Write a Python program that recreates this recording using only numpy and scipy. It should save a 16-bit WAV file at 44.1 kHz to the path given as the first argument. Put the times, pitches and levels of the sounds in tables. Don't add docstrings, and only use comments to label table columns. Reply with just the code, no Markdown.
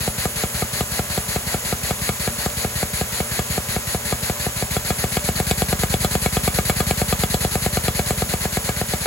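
import sys
import numpy as np
from scipy import signal
from scipy.fft import rfft, irfft, next_fast_len
from scipy.io import wavfile
from scipy.ndimage import uniform_filter1d

SR = 44100
rng = np.random.default_rng(int(sys.argv[2]) if len(sys.argv) > 2 else 0)


def put_to_file(sound):
    columns = np.atleast_2d(sound).T
    safe = np.clip(columns, -1, 1)
    whole_steps = np.round(safe * 32767)
    wavfile.write(sys.argv[1], SR, whole_steps.astype(np.int16))


N = 399546
SIZE = next_fast_len(N + SR // 2)
HZ = np.maximum(np.arange(SIZE // 2 + 1) * SR / SIZE, 1)
TIME = np.arange(N) / SR
PORT_LAG_S = .00011


def undb(db):
    return 10 ** (np.asarray(db) / 20)


def on_log_axis(points):
    hz, value = np.transpose(points)
    return np.interp(np.log(HZ), np.log(hz), value)


def filtered(x, response):
    return irfft(rfft(x, SIZE) * response, SIZE)[..., :N]


def resonance(hz, width):
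    return 1 / (1 + 1j * (HZ ** 2 - hz ** 2) / (HZ * width))


def per_blow(response, seconds):
    return response * np.sqrt(seconds * SR / np.mean(np.abs(response) ** 2))


def blows(times, sizes):
    samples = np.clip(times * SR, 0, N).astype(int)
    return np.bincount(samples, sizes, N + 1)[:N]


def walk(rate):
    k = int(SR / rate)
    steps = np.repeat(rng.standard_normal(N // k + 1), k)
    return 1.3 * uniform_filter1d(uniform_filter1d(steps, k), k)[:N]


def place(x, left_db, room_db, t60, lag_s):
    left = np.full(len(HZ), undb(left_db / 2))
    right = undb(-left_db / 2) * np.exp(-2j * np.pi * HZ * lag_s)
    direct = np.array([left, right])
    t = TIME[:SR // 2]
    tail = rng.standard_normal((2, len(t))) * undb(-60 * t / t60) * (t > .001)
    tail /= np.sqrt(np.sum(tail ** 2, axis=1, keepdims=True))
    wet = undb(room_db)
    return filtered(x, (direct + wet * rfft(tail, SIZE)) / np.sqrt(1 + wet ** 2))


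# f/Hz, coherence/1 (negative = in opposition)
PORT_LIKENESS = [(60, 0.95), (200, 1), (500, 0.67), (1000, 0.62), (2000, 0.78), (3300, 0.55), (4200, 0.014),
                 (4700, 0.033), (5300, 0.06), (6300, 0.19)]


def two_ports(colour, left_db=0):
    alike = np.clip(on_log_axis(PORT_LIKENESS), -1, 1)
    ports = np.array([np.ones(len(HZ)), np.sign(alike) * np.exp(-2j * np.pi * HZ * PORT_LAG_S)])
    common = filtered(rng.standard_normal(N), colour * np.sqrt(np.abs(alike)) * ports)
    own = filtered(rng.standard_normal((2, N)), colour * np.sqrt(1 - np.abs(alike)))
    return (common + own) * undb(np.array([[left_db], [-left_db]]) / 2)


# f/Hz, level/dB
RUSH_SPECTRUM = [(30, -44), (70, -15), (150, -29), (225, -16.5), (310, -35.5), (420, -22.5), (560, -24),
                 (720, -25.5), (1700, -25.5), (3200, -28.5), (5500, -30), (7000, -27), (11500, -27),
                 (15500, -31)]
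# f/Hz, width/Hz (before narrowing), level/dB (rms)
AIR_WHISTLES = [(587, 30, -48), (1018, 40, -52), (1667, 45, -54), (6742, 35, -52), (6808, 25, -51),
                (6872, 22, -53), (7027, 35, -48), (10250, 300, -45), (10596, 35, -42), (12691, 80, -48.5)]
# f/Hz, level/dB (rms)
MOTOR_TONES = [(120, -43), (588, -48.5), (10596, -43.5)]


def vacuum_cleaner():
    power = undb(on_log_axis(RUSH_SPECTRUM)) ** 2
    for hz, width, db in AIR_WHISTLES:
        line = np.abs(resonance(hz, 0.86 * width)) ** 4
        power = power + undb(db) ** 2 * line / np.mean(line)
    flutter_db = 0.14 * walk(0.98) + 0.36 * walk(25)
    rush = two_ports(np.sqrt(power), left_db=.5) * undb(flutter_db)

    turning = np.cumsum(1 + 0.000453 * walk(2) + 0.000486 * walk(30)) / SR
    tones = np.zeros(N)
    for hz, db in MOTOR_TONES:
        tones += np.sqrt(2) * undb(db + 0.52 * walk(8.1)) * np.sin(2 * np.pi * hz * turning)
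    return rush + tones


# t/s, speed/(turns/s)
CRANK_SPEED = [(0.0, 5.77), (0.52, 5.367), (1.73, 5.497), (2.67, 5.348), (2.83, 5.727), (2.99, 5.217),
               (3.86, 5.454), (4.52, 6.073), (4.64, 6.988), (5.04, 7.443), (5.34, 8.948), (5.9, 9.49),
               (6.68, 9.044), (6.8, 9.572), (7.14, 9.045), (7.39, 9.51), (8.33, 8.547), (8.45, 8.659),
               (8.72, 8.138), (9.06, 8.253)]
# t/s, level/dB
SUCTION_LEVEL = [(0.0, -18), (4.46, -18.4), (4.62, -19.5), (4.77, -17), (5.29, -16.5), (5.51, -15.5),
                 (7.35, -15.5), (7.99, -16), (8.34, -17.5), (9.06, -18.5)]
# t/s, extra level/dB
CAUGHT_BRICKS = [(2.092, -1), (5.4, 3.5), (6.909, 2), (8.69, 4.5)]
FIRST_SHUT_S = .077
OPEN_SHARE = .445
OPEN_LAG_S = 0.00444
THUMP_SCATTER_DB = 0.3
WHUMP_DB, WHUMP_SCATTER_DB = -8, 1.5
EASY_THUMP_DB, EASY_CLACK_DB = -17.5, -28.5
CLACK_GROWTH, CLACK_SCATTER_DB = 1.82, 1.5


def strokes():
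    turns = np.cumsum(np.interp(TIME, *np.transpose(CRANK_SPEED))) / SR
    turns = turns - np.interp(FIRST_SHUT_S, TIME, turns)
    whole = np.arange(int(turns[-1]) + 1)
    shuts = np.interp(whole, turns, TIME)
    opens = np.interp(whole - OPEN_SHARE, turns, TIME) + OPEN_LAG_S

    chance = rng.standard_normal((len(whole), 3))
    thump_db = np.interp(shuts, *np.transpose(SUCTION_LEVEL)) + THUMP_SCATTER_DB * chance[:, 0]
    whump_db = thump_db + WHUMP_DB + WHUMP_SCATTER_DB * chance[:, 1]
    clack_db = EASY_CLACK_DB + CLACK_GROWTH * (thump_db - EASY_THUMP_DB)
    clack_db += CLACK_SCATTER_DB * chance[:, 2]
    for time, extra_db in CAUGHT_BRICKS:
        clack_db[np.argmin(np.abs(shuts - time))] += extra_db
    return opens, shuts, whump_db, thump_db, clack_db


# f/Hz, level/dB
INTAKE_SPECTRUM = [(150, -44), (400, -26), (750, -24), (1100, -29.5), (1900, -19), (3100, -26.5),
                   (3700, -24.5), (4100, -19.5), (4500, -19.5), (5400, -30), (7000, -21.5), (9500, -29),
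                   (10200, -14.5), (12500, -27), (15500, -31)]


def intake(opens, shuts, thump_db):
    opening = blows(opens + 0.00044, np.ones(len(opens)))
    shutting = blows(shuts + 0.0016, np.ones(len(shuts)))
    valve = uniform_filter1d(np.cumsum(opening - shutting), int(0.0028 * SR))
    linger = 1 / (1 + 2j * np.pi * HZ * 0.0075)
    gate = np.sqrt(np.abs(valve + .5 * filtered(valve, linger)) / 1.56)

    flow_db = np.interp(TIME, shuts, thump_db - np.median(thump_db[:20]))
    hiss = two_ports(undb(on_log_axis(INTAKE_SPECTRUM)), left_db=4.0)
    treble = filtered(hiss, 1 / (1 + (7500 / HZ) ** 4))
    body_gain = undb(.5 * flow_db + 0.58 * walk(70))
    treble_gain = undb(1.24 * flow_db + 0.45 * walk(90))
    return gate * ((hiss - treble) * body_gain + treble * treble_gain)


# f/Hz, width/Hz, level/dB
HOUSING_MODES = [(1248, 64, 3), (1390, 260, 1), (1658, 57, 3), (2236, 140, 4.5), (2680, 650, -7),
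                 (3370, 80, -4), (4070, 400, -10.5), (7640, 440, 0.5), (11000, 2800, -8)]


def bricks(shuts, thump_db, clack_db):
    delay = rng.exponential(.0028, (len(shuts), 20))
    share = rng.standard_normal((len(shuts), 20)) * undb(-7.5) * np.exp(-delay / 0.017)
    delay[:, 0], share[:, 0] = 0, 1
    times = (shuts[:, None] + .0008 + delay).ravel()
    knocks = blows(times, (share * undb(clack_db)[:, None]).ravel())

    edge_db = -31 + 3.0 * (thump_db - np.percentile(thump_db, 80))
    edges = blows(times, (share * undb(edge_db)[:, None]).ravel())
    chance = rng.random((120, 2))
    ticks = blows(chance[:, 0] * N / SR, undb(-44 + 15.5 * chance[:, 1] ** 2))

    housing = sum(undb(db) * resonance(hz, width) for hz, width, db in HOUSING_MODES)
    bright = housing * resonance(hz=4280, width=2500)
    clacks = filtered(knocks, per_blow(housing, 0.0042))
    clicks = filtered(edges + ticks, per_blow(bright, 0.0025))
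    return place(clacks + clicks, left_db=3.5, room_db=-5, t60=.1, lag_s=.00004)


# f/Hz, level/dB
HAMMER_SPECTRUM = [(22, -48), (38, -14), (55, 1.5), (72, -1), (120, 0), (195, 0), (280, -13), (430, -5),
                   (550, -8), (640, -14), (810, -12.5), (950, -27.5), (1300, -25), (3000, -32), (8000, -55)]


def air_hammer(opens, shuts, whump_db, thump_db):
    lag_cycles, zero_phase_hz = 1.14, 510
    chirp = np.exp(-2j * np.pi * lag_cycles * np.log(HZ / zero_phase_hz))
    echo = 1 - 1j * undb(-14) * np.exp(-2j * np.pi * HZ * .0233) / (1 + (HZ / 500) ** 2)
    cylinder = 1 + undb(8) * resonance(hz=735, width=38.5)
    pulse = undb(on_log_axis(HAMMER_SPECTRUM)) * chirp * echo * cylinder
    gentle = 1 / (1 + (HZ / 210) ** 4)
    thump = filtered(blows(shuts, undb(thump_db + 0.62)), per_blow(pulse, 0.014))
    whump = filtered(blows(opens, -undb(whump_db)), per_blow(pulse * gentle, 0.023))
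    return place(thump + whump, left_db=0.84, room_db=-16.5, t60=0.059, lag_s=PORT_LAG_S)


def scene():
    background = vacuum_cleaner()
    opens, shuts, whump_db, thump_db, clack_db = strokes()
    hiss = intake(opens, shuts, thump_db)
    rattle = bricks(shuts, thump_db, clack_db)
    hammer = air_hammer(opens, shuts, whump_db, thump_db)
    return background + hiss + rattle + hammer


WIDEN_HZ, WIDEN_LAG_S = 6300, .00022
TOP_HZ = 15900


def record(dry):
    treble = 1 / (1 + (WIDEN_HZ / HZ) ** 60)
    widen = np.array([-np.exp(-2j * np.pi * HZ * WIDEN_LAG_S), np.ones(len(HZ))])
    wide = filtered(dry, np.sqrt(1 - treble)) + filtered(dry[1], widen * np.sqrt(treble))
    top_cut = signal.ellip(10, .2, 80, TOP_HZ, fs=SR, output="sos")
    return signal.sosfilt(top_cut, wide)


dry = scene()
out = record(dry)
put_to_file(out)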